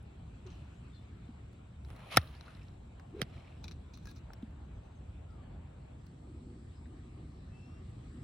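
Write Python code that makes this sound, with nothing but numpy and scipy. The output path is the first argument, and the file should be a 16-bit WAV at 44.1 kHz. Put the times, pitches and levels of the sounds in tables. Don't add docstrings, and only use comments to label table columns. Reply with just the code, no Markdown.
import sys
import numpy as np
from scipy import signal
from scipy.fft import rfft, irfft, next_fast_len
from scipy.io import wavfile
from scipy.ndimage import uniform_filter1d, map_coordinates

SR = 44100
rng = np.random.default_rng(int(sys.argv[2]) if len(sys.argv) > 2 else 0)


def amplitude_ratio(level_db):
    exponent = np.asarray(level_db, float) / 20
    return 10 ** exponent


def bounce(signal):
    frames = np.transpose(np.atleast_2d(signal))
    limited = np.clip(frames, -1, 1)
    pcm = np.round(limited * 32767).astype(np.int16)
    wavfile.write(sys.argv[1], SR, pcm)


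N = 363191
TIME = np.arange(N) / SR

# f/Hz, side minus mid/dB
DIFFUSE_WIDTH = [(60, -30.5), (110, -26.5), (200, -16.5), (380, -4), (700, 4), (1290, -4.5), (2380, 3),
                 (4400, -6), (8120, 7.5), (15000, -8)]
# f/Hz, side minus mid/dB
NEAR_WIDTH = [(60, -23.5), (110, -24.5), (200, -15.5), (380, -11), (700, -5.5), (1290, -8), (2380, -5),
              (4400, -5.5), (8120, -4), (15000, 1.5)]
# f/Hz, density/dB per Hz
TOP_SPECTRUM = [(7000, -120), (8000, -41), (8800, 0), (10500, 0.5), (12400, -4), (15000, -4), (16500, -1.5)]
# f/Hz, width/Hz, level/dB
CLUB_METAL = [(2490, 200, -4), (3604, 150, -5), (4070, 210, -1), (4924, 230, -8.5), (5810, 240, -5.5),
              (6970, 500, -23.5)]


def unit(x):
    return x / np.sqrt(np.mean(x ** 2) + 1e-20)


def along(points, hz):
    f, v = np.transpose(points)
    return np.interp(np.log(hz + 1), np.log(f + 1), v)


def curves(rows, outside=None):
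    s, *cols = np.transpose(rows)
    return [np.interp(TIME, s, c, outside, outside) for c in cols]


def wobble(rate):
    return map_coordinates(rng.standard_normal(int(N * rate / SR) + 4), [TIME * rate])


def swell(s, db, rise, fall):
    return db - 20 * np.maximum((s - TIME) / rise, (TIME - s) / fall)


def filtered(x, response):
    m = next_fast_len(x.shape[-1] + 4096)
    spectrum = rfft(x, m) * response(np.fft.rfftfreq(m, 1 / SR))
    return irfft(spectrum, m)[..., :x.shape[-1]]


def noise(size, spectrum, width, tilt_db=0.):
    def response(hz):
        gain = amplitude_ratio(along(spectrum, hz) + tilt_db * np.log2((hz + 1) / 2000))
        return gain * [1 + 0 * hz, amplitude_ratio(along(width, hz))]
    mid, side = filtered(rng.standard_normal((2, size)), response)
    return np.array([mid + side, mid - side]) / np.sqrt(np.mean(mid ** 2))


def patchy(x, patchy_db):
    z = signal.stft(x, nperseg=512)[2]
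    field = uniform_filter1d(rng.standard_normal(z.shape[1:]), size=5, axis=0)
    field = uniform_filter1d(field, size=12, axis=1)
    return signal.istft(z * amplitude_ratio(patchy_db * unit(field)), nperseg=512)[1][:, :N]


def add(track, s, sound, pan_db=0.):
    part = track[:, round(s * SR):][:, :sound.shape[-1]]
    part += (sound * amplitude_ratio([[pan_db / 2], [-pan_db / 2]]))[:, :part.shape[1]]


def steel(f, body=CLUB_METAL):
    modes = enumerate(body)
    return sum((-1) ** k * amplitude_ratio(db) * 1j * f * w / (c * c - f * f + 1j * f * w) for k, (c, w, db) in modes)


def traffic_rumble(road_db):
    # f/Hz, density/dB per Hz
    spectrum = [(18, -41), (30, -9), (70, 3), (97, -1.5), (123, -3), (212, -11.5), (291, -16.5),
                (355, -20.5), (381, -21.5), (500, -30.5), (650, -57), (1100, -120)]
    return amplitude_ratio(road_db + 2.5 + 1.5 * wobble(6.9)) * noise(size=N, spectrum=spectrum, width=DIFFUSE_WIDTH)


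def tyre_noise(road_db):
    # f/Hz, density/dB per Hz
    spectrum = [(300, -27), (450, -1), (750, -1.5), (1200, -11.5), (1800, -44)]
    level_db = -71.5 + .5 * (road_db - road_db.mean()) + 0.4 * wobble(3.5)
    return amplitude_ratio(level_db) * noise(size=N, spectrum=spectrum, width=DIFFUSE_WIDTH)


def wind_in_trees():
    # f/Hz, density/dB per Hz
    first_trees = [(530, -30.5), (900, -5.5), (1340, -3), (2020, -10.5), (2280, -8.5), (4000, -12.5),
                   (4870, -20), (6420, -26), (7670, -21), (8280, -28), (8750, -44.5), (10200, -33.5),
                   (12600, -38), (16400, -68), (22000, -120)]
    # f/Hz, density/dB per Hz
    second_trees = [(530, -45), (900, -8), (1240, 4), (1370, -2.5), (1600, -2.5), (2970, -7.5),
                    (4090, -7.5), (6710, -20.5), (7840, -26), (8370, -16), (8950, -37), (11200, -32),
                    (12600, -37), (16400, -64), (22000, -120)]
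    # t/s, level/dB
    breeze = [(0, -72), (.6, -70), (1.4, -72.5), (3.8, -73), (5.2, -73.5), (6.2, -74), (7.7, -72),
              (8.24, -70.5)]
    second = np.clip((TIME - 5.7) / 0.58, 0, 1)
    first_wind = np.sqrt(1 - second) * noise(size=N, spectrum=first_trees, width=DIFFUSE_WIDTH)
    second_wind = np.sqrt(second) * noise(size=N, spectrum=second_trees, width=DIFFUSE_WIDTH)
    return amplitude_ratio(curves(breeze)[0] + 0.24 * wobble(3)) * (first_wind + second_wind)


def insects():
    # f/Hz, density/dB per Hz
    spectrum = [(6600, -42.5), (7200, -5.5), (7800, 1), (8300, -9.5), (8800, -37)]
    # t/s, level/dB
    chorus = [(0, -92), (.4, -88), (1.9, -88), (2.2, -100), (2.55, -89), (5.8, -88.5), (6.6, -82),
              (7.4, -87), (8.24, -80.5)]
    level_db = curves(chorus)[0] + .7 * wobble(8)
    return amplitude_ratio(level_db) * noise(size=N, spectrum=spectrum, width=DIFFUSE_WIDTH)


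def background():
    # t/s, level/dB
    road = [(0.0, -52), (0.55, -50), (0.85, -51.5), (1.42, -52), (2.45, -51.5), (2.73, -50), (3.12, -50),
            (3.44, -48.5), (3.74, -50), (7.06, -52), (7.82, -49.5), (8.24, -51)]
    # f/Hz, left minus right/dB
    balance = [(60, 0.0), (110, 0.0), (200, 0.0), (380, 0.5), (700, 3.0), (1290, 4.0), (2380, 1.0),
               (4400, -1.0), (8120, 0.0), (15000, 0.0)]
    road_db = curves(road)[0]
    diffuse = traffic_rumble(road_db) + insects()
    diffuse = diffuse + patchy(tyre_noise(road_db) + wind_in_trees(), patchy_db=2.0)
    return filtered(diffuse, lambda hz: amplitude_ratio(np.outer([.5, -.5], along(balance, hz))) * (hz < 12500))


def pips():
    # t/s, peak level/dB, f/Hz, t60/s
    rung = [(.027, -67, 10200, .03), (.525, -58, 2800, .25), (.466, -60, 2700, 0.053),
            (.945, -61, 4200, 0.15), (.95, -64, 3450, .15), (.48, -60, 2750, .2), (.59, -62, 2800, .15),
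            (0.569, -61, 3350, .06), (.4643, -59, 3420, .04), (0.464, -60, 6200, .04),
            (.4997, -58, 2870, .06), (.502, -61, 4250, .04), (.503, -60, 6000, 0.08),
            (.6219, -57, 2600, .05), (3.3362, -57, 2170, .03), (3.3757, -54, 2260, .03),
            (3.4051, -53.5, 2300, .03), (3.445, -58, 2420, .03), (3.4734, -54, 2470, .04),
            (3.5223, -56, 2350, 0.035), (4.426, -56, 3200, .02), (4.055, -54, 5600, .05),
            (4.162, -57, 5500, .08), (3.937, -56, 5700, .1), (4.4635, -62, 1710, .02),
            (5.305, -65, 4600, .03), (6.0663, -60.5, 4820, 0.028), (6.855, -57, 1687, 0.034),
            (2.3375, -55, 3000, .05), (2.365, -60, 4800, .1), (2.612, -56, 2500, .07),
            (2.63, -63, 5300, .04), (2.205, -50, 1250, .1), (2.235, -55, 1750, .05), (2.062, -50, 780, .08),
            (2.003, -53, 1220, .06), (4.092, -54, 4300, .05)]
    out, t = np.zeros((2, N)), np.arange(SR // 8) / SR
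    for s, db, hz, t60 in rung:
        burst = amplitude_ratio(-60 * t / max(t60, .004)) * noise(size=len(t), spectrum=[(100, 0)], width=NEAR_WIDTH)
        note = filtered(burst, lambda f: steel(f, [(hz, 0.21 * hz, 0)]) ** 2)
        add(out, s, amplitude_ratio(db) * note / abs(note).max())
    return out


def thuds():
    # t/s, level/dB, first f/Hz, last f/Hz, t60/s
    blows = [(0.292, -48, 127, 109, 0.1), (0.455, -44, 420, 363, 0.17), (1.289, -34.5, 249, 232, 0.055),
             (2.1775, -19.5, 220, 75, .11), (3.2203, -20.5, 245, 100, .045), (3.2169, -24, 567, 300, 0.02),
             (3.2055, -26, 480, 430, .02), (2.153, -31, 170, 120, .04), (3.65, -32, 89.8, 75.6, 0.0597),
             (4.430, -26.5, 247, 213.6, 0.049)]
    sink_s = .0063
    out, t = np.zeros((2, N)), np.arange(SR // 3) / SR
    for s, db, first_hz, last_hz, t60 in blows:
        turns = last_hz * t + (first_hz - last_hz) * sink_s * (1 - np.exp(-t / sink_s))
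        envelope = amplitude_ratio(db - 60 * t / t60) * (1 - np.exp(-t / .003))
        add(out, s, envelope * np.sin(2 * np.pi * turns))
    return out


def slides():
    scrapes = [(.466, -63, .006, 0.057, -40), (.505, -67, .008, .25, -40),
               (3.643, -54.5, .012, 0.025, -21.5), (3.68, -65, 0.017, .13, -21),
               (3.937, -56.5, 0.0052, 0.077, -23), (4.1, -54.5, 0.068, 0.023, -12),
               (4.18, -64, 0.085, .04, -16)]
    body = unit(filtered(noise(size=N, spectrum=[(100, 0)], width=NEAR_WIDTH), steel))
    top = noise(size=N, spectrum=TOP_SPECTRUM, width=NEAR_WIDTH)
    chatter = amplitude_ratio(2.7 * wobble(220) - 5.5)
    return chatter * sum(amplitude_ratio(swell(*row)) * (body + amplitude_ratio(top_db) * top) for *row, top_db in scrapes)


def torn_air():
    # f/Hz, density/dB per Hz
    spectrum = [(180, -38), (300, -10), (691, -.5), (813, -7.5), (1200, -2.5), (1450, -7.5), (2690, -6.5),
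                (3430, -11.5), (4100, -12), (4680, -22), (5400, -20), (7500, -35), (9750, -65),
                (16500, -120)]
    # t/s, level/dB
    swing = [(1.8, -93), (1.9, -70), (2.096, -60.5), (2.124, -41), (2.146, -42), (2.16, -49), (2.19, -58),
             (2.3, -65), (2.35, -63), (2.43, -67), (2.475, -62), (2.6, -68), (2.78, -79)]
    # t/s of peak, level/dB, rise/s, fall/s; times for 20 dB
    puffs = [(0.47, -66, 0.012, 0.075), (.505, -68.5, 0.018, 0.46), (3.199, -60, 0.074, 0.044),
             (3.36, -64, 0.31, 0.61)]
    dull_db, bright_db = -85.5, -45
    dull, bright = (noise(size=N, spectrum=spectrum, width=NEAR_WIDTH, tilt_db=tilt) for tilt in (-1.5, 2))
    top = noise(size=N, spectrum=TOP_SPECTRUM, width=NEAR_WIDTH, tilt_db=-8)
    swing_db = curves(swing, -150)[0]
    puffs_db = np.max([swell(*row) for row in puffs], axis=0)
    level_db = np.maximum(swing_db, puffs_db)
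    share = np.clip((level_db - dull_db) / (bright_db - dull_db), 0, 1)
    far, near = puffs_db > swing_db, swing_db > puffs_db

    hiss_db = -76 + .8 * (level_db + 59.5) - 8.5 * far + 2.3 * wobble(12)
    hiss_db = hiss_db + swell(2.22, 1, 9, 1.6) * near
    hiss = amplitude_ratio(hiss_db) * (level_db > dull_db)
    low = filtered(top, lambda hz: hz < 12500)
    sheen = amplitude_ratio(4 * wobble(9) - .8 * abs(swing_db + 62) + swell(2.28, 3, .8, .4)) * near
    hiss = hiss * (low + sheen * (top - low))
    return amplitude_ratio(level_db) * (np.sqrt(share) * bright + np.sqrt(1 - share) * dull) + hiss


def sleeves():
    # f/Hz, density/dB per Hz
    spectrum = [(250, -36.5), (480, 3), (900, 1.5), (1800, -8.5), (3500, -20.5), (6000, -58), (9000, -120)]
    rustles = [(1.91, -63.5, 0.051, 0.23), (2.069, -64.5, 0.36, 0.59), (2.47, -70.5, .2, 0.094),
               (4.301, -69.5, .9, 0.96), (5.5, -68, 1.09, 1.14)]
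    return sum(amplitude_ratio(swell(*row)) for row in rustles) * noise(size=N, spectrum=spectrum, width=NEAR_WIDTH)


def shaft_hum():
    # t/s, f/Hz, level/dB
    shaft = [(3.11, 230, -60), (3.13, 270, -50), (3.15, 350, -48), (3.168, 420, -44), (3.182, 430, -47),
             (3.195, 400, -45), (3.208, 380, -43), (3.217, 340, -48)]
    hz, hum_db = curves(shaft)
    tone = np.sin(2 * np.pi * np.cumsum(hz) / SR) * (abs(TIME - 3.165) < .055)
    return amplitude_ratio(hum_db) * (.9 + 0.6 * wobble(220)) * tone


def swish():
    eddies = amplitude_ratio(1.7 * wobble(260))
    return patchy((torn_air() + sleeves()) * eddies, patchy_db=1.8) + shaft_hum()


def treeline(x):
    # f/Hz, t60/s
    decay = [(200, .25), (2000, 0.24), (10000, 0.087)]
    hz, t, z = signal.stft(rng.standard_normal((2, SR // 2)), SR, nperseg=256)
    tail = signal.istft(z * amplitude_ratio(-60 * t / along(decay, hz)[:, None]), SR, nperseg=256)[1]
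    return signal.fftconvolve(x, tail / np.linalg.norm(tail[0]), axes=1)[:, :N]


def birds():
    # t/s, length/s, first f/Hz, last f/Hz, level/dB
    calls = [(.741, .062, 6300, 7050, -83), (.925, .08, 3400, 3520, -72), (.935, .065, 4250, 4050, -72),
             (1.22, .05, 3520, 3480, -78), (.85, .03, 4100, 4080, -83), (1.112, .022, 5900, 5850, -84),
             (5.12, .08, 3520, 3420, -83), (.72, .12, 3000, 2860, -82), (.83, .05, 2750, 2350, -80),
             (4.65, .03, 6480, 6480, -89), (4.745, .05, 6280, 6250, -89), (4.82, .07, 6100, 6300, -90),
             (4.897, .045, 7000, 6300, -86), (4.95, .045, 6300, 6280, -86),
             (5.515, .055, 3420, 3380, -77.5), (6.751, .045, 5080, 4990, -77), (2.46, .05, 950, 1300, -63),
             (7.505, .31, 2590, 2750, -71), (7.85, .09, 2740, 2750, -82), (2.993, .154, 1120, 1070, -73),
             (5.283, .17, 1412, 1130, -70.5), (7.768, .11, 1200, 1040, -76),
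             (7.893, .13, 1282, 1024, -75.5)]
    out, flutter, waver = np.zeros((2, N)), wobble(220), wobble(30)
    for s, length, first_hz, last_hz, db in calls:
        u = np.arange(int(length * SR)) / (length * SR)
        start = round(s * SR)
        rough = .025 / max(length, .09) ** 2 * flutter[start:][:len(u)]
        hz = first_hz + (last_hz - first_hz) * (1 - (1 - u) ** 1.9) + 30 * rough
        phase = 2 * np.pi * np.cumsum(hz) / SR
        level = amplitude_ratio(db + rough + 1.3 * waver[start:][:len(u)])
        shape = level * np.clip(9 * u, 0, 1) * (1 - u) ** .55 * (1.1 + .8 * u)
        octave = amplitude_ratio(-5) * (length > .26) * u ** .9 * np.sin(2 * phase)
        add(out, s, shape * (np.sin(phase) + octave), pan_db=5.5)
    return out + amplitude_ratio(-8) * treeline(out)


def ticks():
    # t/s, peak level/dB, left minus right/dB
    grit = [(1.8488, -54, 1.0), (2.2147, -45, 3.0), (2.2732, -48, 1.0), (2.3514, -50, -6), (2.4097, -43, 4),
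            (2.4613, -54, 1.0), (2.5494, -51, 0.5), (2.6834, -54, -2), (2.243, -54, 1), (2.287, -56, 1),
            (2.481, -59, 1), (2.567, -60, 0), (2.594, -58, 0), (2.617, -61, 0), (2.652, -62, 0),
            (2.74, -64, 0)]
    # t/s, peak level/dB, left minus right/dB
    steps = [(1.886, -56, 0.95), (2.004, -55, 0.5), (2.997, -47.5, 0.35)]
    # t/s, peak level/dB, left minus right/dB
    clubs = [(3.6412, -40, 2.1), (3.6544, -53, 3.0), (3.681, -40.5, 5.3), (3.69, -57, 1.5),
             (3.7118, -43.5, 3.5), (3.718, -48, 2.7)]
    # t/s, peak level/dB, left minus right/dB
    buckles = [(1.5304, -60, -1), (1.9633, -53, 0.5), (3.9376, -61, 6), (3.974, -50.5, 3), (4.0557, -49, 4),
               (4.0715, -46.5, 10), (4.1134, -50, 8), (4.16, -59, 5), (4.193, -71, 0.5), (4.335, -50.5, 4),
               (4.5077, -66, 0), (6.0663, -60, -4)]
    # gain/dB, t60/s, top/dB, knock/dB
    kinds = [
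        (-1, 0.027, -31.5, -11.5),
        (-7, 0.029, -30, 2.5),
        (2, 0.043, -31, -16.5),
        (-3, 0.027, -12, -5),
    ]
    # f/Hz, width/Hz, level/dB
    stone = [(2600, 500, -12), (3920, 320, 0), (5424, 300, -9)]
    # f/Hz, density/dB per Hz
    dull = [(400, -29.5), (800, -2.5), (1500, 0), (2200, -11.5), (4000, -36)]
    out, t = np.zeros((2, N)), np.arange(SR // 20) / SR
    bodies = (stone, CLUB_METAL, CLUB_METAL, CLUB_METAL)
    for rows, solid, (gain_db, t60, top_db, knock_db) in zip((grit, steps, clubs, buckles), bodies, kinds):
        snap = 1 + amplitude_ratio(5 - 60 * t / .004)
        fade = amplitude_ratio(-60 * t / max(t60, .004)) * snap
        for s, db, pan_db in rows:
            shift = 1 + .04 * rng.uniform(-1, 1)
            burst = fade * noise(size=len(t), spectrum=[(100, 0)], width=NEAR_WIDTH)
            body = filtered(burst, lambda f: steel(f * shift, solid))
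            top = amplitude_ratio(top_db - 5) * fade ** 1.6 * noise(size=len(t), spectrum=TOP_SPECTRUM, width=NEAR_WIDTH)
            knock = amplitude_ratio(knock_db - 3.0) * fade * noise(size=len(t), spectrum=dull, width=NEAR_WIDTH)
            add(out, s, amplitude_ratio(db + gain_db) * (body / abs(body).max() + top + knock), pan_db)
    return out


def strikes():
    # t/s, level/dB, f/Hz, t60/s, left minus right/dB
    rings = [(2.1629, -28, 2400, .005, 0), (2.1665, -33, 5400, .03, 6), (2.17125, -5.5, 2250, .005, -3),
             (2.17342, 1, 1295, .0062, 2), (2.17566, -10.5, 1295, .007, 3), (2.17295, -10, 740, .012, 0),
             (2.1726, -14, 520, .012, 0), (2.1713, -6, 10600, .003, 4), (2.1730, -20, 330, .025, 0),
             (2.1733, -17, 3800, .015, 1), (2.1733, -14, 1810, .02, 0), (2.1735, -24, 4400, .012, 0),
             (2.1735, -24, 5670, .012, 0), (2.1735, -30, 9300, .015, 2), (2.1712, -18, 15300, .005, 0),
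             (2.173, -22, 5170, .015, 0), (2.1626, -30, 7500, .006, 0), (2.1785, -24, 3400, .01, 1),
             (2.182, -28, 1800, .012, 0), (3.2165, -14.5, 1900, .005, -7), (3.217, -30, 750, .01, -3),
             (3.2172, -26, 3800, .008, -7), (3.2172, -26, 3210, .016, -7), (3.217, -26, 1400, .006, -5),
             (3.2172, -31, 9950, .005, -4), (3.2175, -32, 4970, .012, -7), (3.228, -40, 2000, .008, -5),
             (4.057, -60, 1640, .1, 1), (4.076, -53, 1650, .1, 1), (4.3045, -42, 1320, .012, 0),
             (4.16, -62, 1280, .08, 0), (4.334, -50, 5500, .02, 0), (4.3045, -35, 900, .009, 0)]
    # t/s, level/dB, t60/s, tilt/dB per octave, left minus right/dB
    cracks = [(2.1629, -29, .007, 0, 0), (2.166, -37, .05, -5, -5), (2.169, -30, .02, -3, -3),
              (2.1712, -10, .004, 3, 0), (2.1720, -17, .004, 3, 0), (2.1735, -19, .014, -1, 1),
              (2.177, -29, .035, -6, 0), (3.2122, -54, .04, -2, -5), (3.2142, -47, .03, -3, -5),
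              (3.2166, -27, .008, 0, -7), (3.219, -38, .025, -3.5, -5), (4.425, -50, .016, -8, 3),
              (1.9035, -43, .016, -7, 0), (3.2265, -42, .035, -3.5, -5), (2.4097, -50, .008, -4, 2),
              (4.3333, -53, .012, 4, 2)]
    # f/Hz, density/dB per Hz
    spectrum = [(300, -30), (700, -2.5), (1100, -1.5), (2200, -3.5), (3500, -2.5), (5700, -5), (7000, -25),
                (8800, -18.5), (10600, -13), (12300, -17.5), (13600, -28.5), (15000, -23), (16500, -36)]
    out, t = np.zeros((2, N)), np.arange(SR // 10) / SR
    rise = 1 - np.exp(-t / .0004)
    for s, db, hz, t60, pan_db in rings:
        add(out, s, -amplitude_ratio(db - 60 * t / t60) * rise * np.sin(2 * np.pi * hz * t), pan_db)
    for s, db, t60, tilt_db, pan_db in cracks:
        fade = amplitude_ratio(-60 * t / t60)
        crack = fade * noise(size=len(t), spectrum=spectrum, width=NEAR_WIDTH, tilt_db=tilt_db)
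        even = np.linalg.norm(fade) / np.linalg.norm(crack, axis=1, keepdims=True)
        add(out, s, amplitude_ratio(db) * even * crack, pan_db)
    return out


def ports(hz):
    # f/Hz, lead of the left port/rad
    lead = [(150, 0), (1030, -1.6), (1550, 0), (2580, 1), (4200, 1.8), (8000, .6), (13000, 1.6)]
    octaves = np.log2((hz + 1) / 1000)
    dip = amplitude_ratio(-12 * np.exp(-(octaves / .14) ** 2))
    return dip * np.exp(1j * np.outer([.5, -.5], along(lead, hz)))


def mower():
    engine = [(2, 7), (3, -34), (4, 8.5), (5, 5), (6, 0.5), (8, -10.5)]
    # t/s, level/dB
    drone = [(5.8, -75), (5.85, -75), (6.48, -48.5), (6.78, -66.5), (6.88, -56), (7.91, -62.5), (7.94, -68),
             (8.21, -51), (8.24, -53)]
    turns = np.cumsum(61 * (1 + .03 * wobble(25))) / SR
    orders = sum(amplitude_ratio(db) * (.4 + wobble(70)) * np.sin(2 * np.pi * k * turns) for k, db in engine)
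    return amplitude_ratio(curves(drone, -120)[0] + 0.5) * unit(orders)


def scene():
    near = filtered(strikes(), ports) + ticks() + pips() + slides()
    echo = amplitude_ratio(-36.0) * treeline(filtered(near, lambda hz: 1 / (1 + (hz / 6500) ** 4)))
    return near + echo + thuds() + swish() + birds() + mower() + background()


def band_limit(x):
    return signal.sosfilt(signal.butter(12, 17010, fs=SR, output="sos"), x)


def record(dry):
    # f/Hz, level/dB
    phone = [(20, -31), (34, -7), (42, -1), (12500, 0), (12900, -17), (14200, -22.5), (14500, 1.5),
             (15800, 2.5), (16200, -17.5), (16900, -24), (17100, -88.5)]
    mix = filtered(dry, lambda hz: amplitude_ratio(along(phone, hz)))
    return band_limit(mix)


dry = scene()
out = record(dry)
bounce(out)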